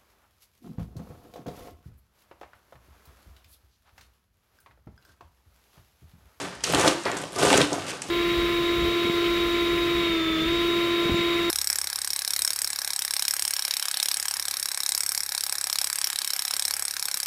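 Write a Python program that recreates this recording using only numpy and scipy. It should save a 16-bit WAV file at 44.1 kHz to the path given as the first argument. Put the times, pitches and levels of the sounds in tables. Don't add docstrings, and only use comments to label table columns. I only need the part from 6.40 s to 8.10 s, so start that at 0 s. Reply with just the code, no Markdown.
import sys
import numpy as np
from scipy import signal
from scipy.fft import rfft, irfft
from scipy.io import wavfile
from scipy.ndimage import uniform_filter1d

SR = 44100
rng = np.random.default_rng(int(sys.argv[2]) if len(sys.argv) > 2 else 0)


def elevation(decibels):
    levels = np.asarray(decibels, float)
    return 10 ** (levels / 20)


def master_out(mix):
    frames = np.transpose(np.atleast_2d(mix))
    ceiling = np.clip(frames, -1, 1)
    pcm = np.round(ceiling * 32767).astype(np.int16)
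    wavfile.write(sys.argv[1], SR, pcm)


N = 74970

# time in seconds, blade pressure as a level in dB,
# then crumbling crust and blade rubbing on crumb, both in dB relative to the pressure.
STROKES = [(0, -32.5, -6.5, 1), (0.222, -53, -9, 6.5), (.245, -39.5, 7.5, -36), (.34, -25, -9.5, 0),
           (0.471, -19.5, -8, -5), (0.567, -36.5, -9, 0.5), (0.637, -51, 7, 13), (0.666, -30.5, -19, 8),
           (.82, -36, -7, -3), (0.917, -45, -9, -7), (1.03, -20.5, -7.5, -10), (1.197, -22.5, -7, 2.5),
           (1.3, -39.5, -4.5, 0), (1.338, -29.5, -12, -10), (1.44, -41, -4.5, 4), (1.499, -36, -1.5, 1.5),
           (1.6, -44.5, -7, 0.5), (1.7, -41.5, 0.5, -25)]
# start in seconds, peak in dB, centre pitch in Hz, length in ms.
CRUST_SNAPS = [(.152, -36, 8700, .7), (0.206, -32.5, 3000, 2.4), (0.237, -23, 6000, .5),
               (0.2381, -8.5, 6560, 1.6), (.24, -9, 5200, 3.2), (0.325, -9, 12400, 0.32),
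               (0.348, -11, 7060, 2.6), (0.3465, -9.5, 2970, 2.6), (0.353, -17, 8000, 0.27),
               (.3964, -14, 7600, 0.67), (0.4096, -15, 8500, .6), (.4124, -11, 6860, 3),
               (.457, -31, 7000, 3), (.4725, -20, 7000, 4.8), (0.4773, -3.5, 3370, 2.2),
               (0.48, -10.5, 5040, 5.5), (.637, -24.5, 7950, 0.81), (0.6534, -20.5, 4600, 3.2),
               (0.7165, -17.5, 7000, 0.46), (0.769, -19, 6900, 7.5), (0.785, -22, 7400, 4.2),
               (0.816, -26, 8040, 2.8), (0.838, -23.5, 2880, 2.3), (0.922, -29, 9000, .3),
               (.93, -29, 8950, 2), (0.94, -29, 10600, .3), (0.945, -30, 9000, .5), (.9545, -31, 7900, 1),
               (0.961, -21, 5570, 0.65), (.9642, -20, 9000, 0.69), (0.985, -19.5, 5860, 20),
               (1.034, -16, 8950, 3.9), (1.05, -16, 7400, 2.7), (1.062, -13.5, 7850, .8),
               (1.069, -16, 4000, 3), (1.1015, -11.5, 2880, 2.9), (1.129, -5.5, 2480, 2.6),
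               (1.14, -10, 2960, 7.9), (1.1753, -6.5, 8400, 1.2), (1.176, -5, 5700, 2.1),
               (1.2147, -6.5, 3100, 4), (1.215, -25, 8700, 1.3), (1.3295, -14.5, 5600, 2.96),
               (1.421, -26, 2900, 2.5), (1.482, -25, 2420, 3.5), (1.496, -23, 2750, 5.9),
               (1.515, -25, 2800, 5.4), (1.6187, -18.5, 6860, 4.3), (1.6195, -25, 2140, 3.6),
               (1.686, -29, 10600, .3)]
# start in seconds, peak in dB, contact time in ms,
# pitch of the slat it rings in Hz, level of that ring in dB.
TOOTH_CATCHES = [(.2385, -18, 0.085, 920, -32), (0.2751, -38, 0.45, 1270, -22.5),
                 (.299, -17, 0.6, 517, -25), (.3385, -12.5, 0.74, 301, -19.5), (.458, -5, 0.19, 552, -18),
                 (0.4614, 0.5, 0.22, 770, -16.5), (0.4745, -2, 0.25, 318, -14),
                 (.4775, -5.5, 0.38, 577, -22), (0.6577, -5, 0.08, 565, -18.5),
                 (0.6628, -7, 0.14, 935, -17), (.666, -30, 0.17, 1920, -18.5), (.699, -22, 0.32, 720, -23),
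                 (.7245, -17, 0.27, 480, -42), (.7325, -11, 0.24, 402, -28.5), (0.838, -11, 0.19, 574, -28),
                 (0.962, -11, 0.19, 420, -24.5), (1.032, -3, 0.5, 430, -17.5), (1.051, 2, 0.3, 477, -30),
                 (1.115, -2, 0.29, 530, -32), (1.129, -22, 0.2, 840, -8), (1.134, -14, 0.33, 570, -24),
                 (1.1415, 3, 0.22, 584, -14), (1.154, -28, 0.35, 408, -13), (1.183, -4, 1, 408, -15),
                 (1.194, -9, 0.58, 308, -19.5), (1.2074, -12, 1, 489, -15.5), (1.322, -6, 0.24, 422, -24),
                 (1.328, -10, 0.25, 590, -26), (1.339, -18, 0.14, 713, -23), (1.381, -14, 0.16, 720, -23.5),
                 (1.69, -23, 0.5, 360, -32)]
BOARD_PITCHES_HZ = [140, 175, 293, 344, 411, 480, 556, 655, 712, 818, 877, 1072, 1199, 1500]
# strength in dB, time to fade by 60 dB in seconds.
BOARD_RINGS = [(-46.5, .2), (-47.5, .2), (-34, 0.26), (-48, 0.48), (-35.5, 0.25), (-49, 0.21), (-30, 0.028),
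               (-39.5, 0.074), (-35, 0.2), (-31, 0.013), (-73, 0.11), (-47, 0.042), (-38.5, 0.063),
               (-39, 0.059)]
# start in seconds, pitch in Hz, level in dB, length in seconds.
SLAT_HUMS = [(.03, 180, -42, .12), (.3, 172, -30, .07), (.49, 341, -24, .04), (.53, 341, -30, .1),
             (.15, 62, -46, .35), (.958, 1200, -31, .03), (1.02, 295, -24, .04), (1.07, 293, -25, .03),
             (1.115, 293, -23, .04), (1.225, 294, -23, .075), (1.195, 140, -24, .04), (1.31, 295, -28, .04),
             (1.345, 100, -42, .14), (.26, 178, -38, .04), (.5, 180, -37, .06), (.99, 150, -34, .04),
             (1.46, 265, -39, .05)]
# start in seconds, peak in dB.
FLAKE_POPS = [
    (.3372, -4),
    (1.2068, -4.5),
    (1.21, -9),
]
# frequency in Hz, level in dB per Hz.
LOAF_TONE = [(90, -14.5), (140, -4.5), (222, -16), (280, 1), (550, -9), (1000, -4), (2000, -19.5),
             (4000, -26)]
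# frequency in Hz, level in dB per Hz.
CRUST_TONE = [(900, -21), (1700, -6), (2900, -1), (4300, -5), (5500, -6), (8800, -7.5), (12000, -17),
              (15500, -17)]
# frequency in Hz, level in dB per Hz.
HUSH_TONE = [(18, -41), (30, -23), (192, 14), (443, -25), (921, 15), (996, -29), (4910, 2), (10200, -18),
             (15500, -46)]

LOAF_LOW_HZ = 115


def rms1(x):
    return x / np.sqrt(np.mean(x ** 2))


def colour(x, points, size=8192):
    hz, db = np.array(points, float).T
    f = np.arange(size // 2 + 1) * SR / size + 1
    log_gain = np.interp(np.log(f), np.log(hz), db) * np.log(10) / 20
    cepstrum = irfft(log_gain)
    cepstrum[1:size // 2] *= 2
    cepstrum[size // 2 + 1:] = 0
    response = irfft(np.exp(rfft(cepstrum)))
    return signal.fftconvolve(x, response)[:len(x)]


def walk(rate_hz):
    hold = max(int(SR / rate_hz), 2)
    steps = rng.standard_normal(N)[np.arange(N) // hold]
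    return rms1(uniform_filter1d(steps, hold // 2 + 1))


def clicks(per_s, spread_db):
    chance, sign, size = rng.random((3, N))
    happens = chance < per_s / SR
    return happens * np.sign(sign - .5) * elevation(-spread_db * np.log(size + .02))


def kitchen_hush():
    return elevation(-49.5) * rms1(colour(rng.standard_normal(N), HUSH_TONE))


def rumble(pressure_db):
    pitch_hz, follows = 130, 0.41
    low = signal.lfilter(*signal.iirpeak(pitch_hz, 1.2, SR), rng.standard_normal(N))
    low = signal.lfilter(*signal.butter(2, [LOAF_LOW_HZ, 2 * pitch_hz], "band", fs=SR), low)
    level_db = -48 + follows * (pressure_db - pressure_db.mean()) + 2 * walk(9.6)
    return rms1(low) * elevation(level_db)


def room(dry):
    t60_s, top_hz, first_echo_s = .4, 6000, .004
    t = np.arange(SR // 3) / SR
    tail = rng.standard_normal(len(t)) * 1000. ** (-t / t60_s) * (t > first_echo_s)
    tail = signal.lfilter(*signal.butter(1, [450, top_hz], "band", fs=SR), tail)
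    tail = tail / np.sqrt(np.sum(tail ** 2))
    return elevation(-12.5) * signal.fftconvolve(dry, tail)[:N]


def board(x):
    longest_ring_s = .17
    t = np.arange(SR // 3)[:, None] / SR
    db, t60 = np.array(BOARD_RINGS).T
    t60 = np.minimum(t60, longest_ring_s)
    swing = np.sin(2 * np.pi * np.array(BOARD_PITCHES_HZ) * t)
    ring = np.sum(elevation(db) * swing * 1000. ** (-t / t60) / np.sqrt(t60), axis=1)
    return signal.fftconvolve(x, ring / np.sqrt(np.sum(ring ** 2)))[:N]


def slat_hums():
    rise_s, fade_db = .006, -4
    out = np.zeros(N)
    for s, hz, db, length in SLAT_HUMS:
        t = np.maximum(np.arange(N) / SR - s, 0)
        swell = 1 - np.exp(-t / rise_s)
        damping = np.exp(-(t / length) ** 6)
        out += swell * elevation(db + fade_db * t / length) * damping * np.sin(2 * np.pi * hz * t)
    return out


def flake_pops():
    pop_ms = .09
    u = np.arange(64) / SR * 1000 / pop_ms
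    out = np.zeros(N)
    for s, db in FLAKE_POPS:
        i = int(s * SR)
        out[i:i + 64] += elevation(db) * np.e * u * np.exp(-u)
    return signal.lfilter(*signal.butter(1, 400, "high", fs=SR), out)


def tooth_catches():
    ring_cycles = 29.2
    n = SR // 4
    t = np.arange(n) / SR
    push, ring = np.zeros(N + n), np.zeros(N + n)
    for s, db, contact_ms, hz, ring_db in TOOTH_CATCHES:
        i = int(s * SR)
        u = t * 1000 / contact_ms
        push[i:i + n] += elevation(db - 13.5) * (np.e * u * np.exp(-u * 2) * 2) ** 2
        ring[i:i + n] += elevation(ring_db) * np.sin(2 * np.pi * hz * t) * 1000. ** (-t * hz / ring_cycles)
    push = signal.lfilter(*signal.butter(2, 270, "high", fs=SR), push[:N])
    return push + ring[:N] + elevation(-12) * 4 * board(push)


def crust_snaps():
    pitch_width, tail_lengths = 0.66, 4.8
    broad_db, tail_db, grain_db = -1, -10, 4
    n = 4096
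    ms = np.arange(n) / SR * 1000
    out = np.zeros(N + n)
    for s, db, hz, length_ms in CRUST_SNAPS:
        cracks, grain = rng.standard_normal((2, n))
        flakes = elevation(tail_db) * np.exp(-ms / (tail_lengths * length_ms))
        shape = np.exp(-(ms / length_ms) ** 4) + flakes
        burst = cracks * elevation(grain_db * np.repeat(grain, 8)[:n]) * shape
        b, a = signal.iirpeak(hz, 1 / pitch_width, SR)
        pitched = signal.lfilter(b, a, signal.lfilter(b, a, burst))
        snap = elevation(broad_db) * rms1(colour(burst, CRUST_TONE, size=512)) + rms1(pitched)
        i = int(s * SR)
        out[i:i + n] += elevation(db) * snap / np.abs(snap).max()
    return out[:N]


def blade_slide(force):
    rub = clicks(5000, 2) * elevation(1.5 * walk(50))
    b, a = signal.iirpeak(1444, 1 / 1.18, SR)
    return force * rms1(signal.lfilter(b, a, signal.lfilter(b, a, rub)))


def crumbs(force):
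    per_s, spread_db, crumb_ms = 4500, 2.6, .6
    patch_hz, patch_db = 60, 1.2
    fall = np.exp(-np.arange(400) / (crumb_ms * SR / 1000))
    strength = signal.fftconvolve(np.abs(clicks(per_s, spread_db)), fall)[:N]
    spit = strength * rng.standard_normal(N) * elevation(patch_db * walk(patch_hz))
    return elevation(2.5) * force * rms1(colour(spit, CRUST_TONE))


def teeth(pressure):
    per_s, spread_db = 2200, 2.2
    judder_hz, judder_db = 110, 1.6
    board_db = 2
    slips = rms1(clicks(per_s, spread_db) * elevation(judder_db * walk(judder_hz))) * pressure
    impulse = np.zeros(8192)
    impulse[0] = 1
    loaf_strength = np.sqrt(np.sum(colour(impulse, LOAF_TONE) ** 2))
    thud = colour(slips, LOAF_TONE) / loaf_strength
    thud = signal.lfilter(*signal.butter(2, LOAF_LOW_HZ, "high", fs=SR), thud)
    return (thud + elevation(board_db) * board(slips)) / np.sqrt(1 + elevation(2 * board_db))


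def scene():
    t = np.arange(N) / SR
    s, pressure_db, crust_db, slide_db = np.array(STROKES).T
    pressure_now_db = np.interp(t, s, pressure_db)
    crust_force = elevation(np.interp(t, s, pressure_db + crust_db))
    slide_force = elevation(np.interp(t, s, pressure_db + slide_db - 6.0))
    dry = teeth(elevation(pressure_now_db)) + crumbs(crust_force) + blade_slide(slide_force)
    dry = dry + crust_snaps() + tooth_catches() + flake_pops() + slat_hums()
    mix = dry + room(dry) + kitchen_hush() + rumble(pressure_now_db)
    return mix[None]


def roll_off(x):
    return signal.sosfilt(signal.butter(12, 15850, fs=SR, output="sos"), x)


def record(dry):
    no_bass = signal.butter(4, 65.3, "high", fs=SR, output="sos")
    soft_treble = signal.butter(3, 10620, fs=SR, output="sos")
    closed_top = signal.ellip(4, 1, 25, 14450, fs=SR, output="sos")
    mix = signal.sosfilt(no_bass, dry)
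    mix = signal.sosfilt(soft_treble, mix)
    mix = signal.sosfilt(closed_top, mix)
    return roll_off(mix)


dry = scene()
out = record(dry)
master_out(out)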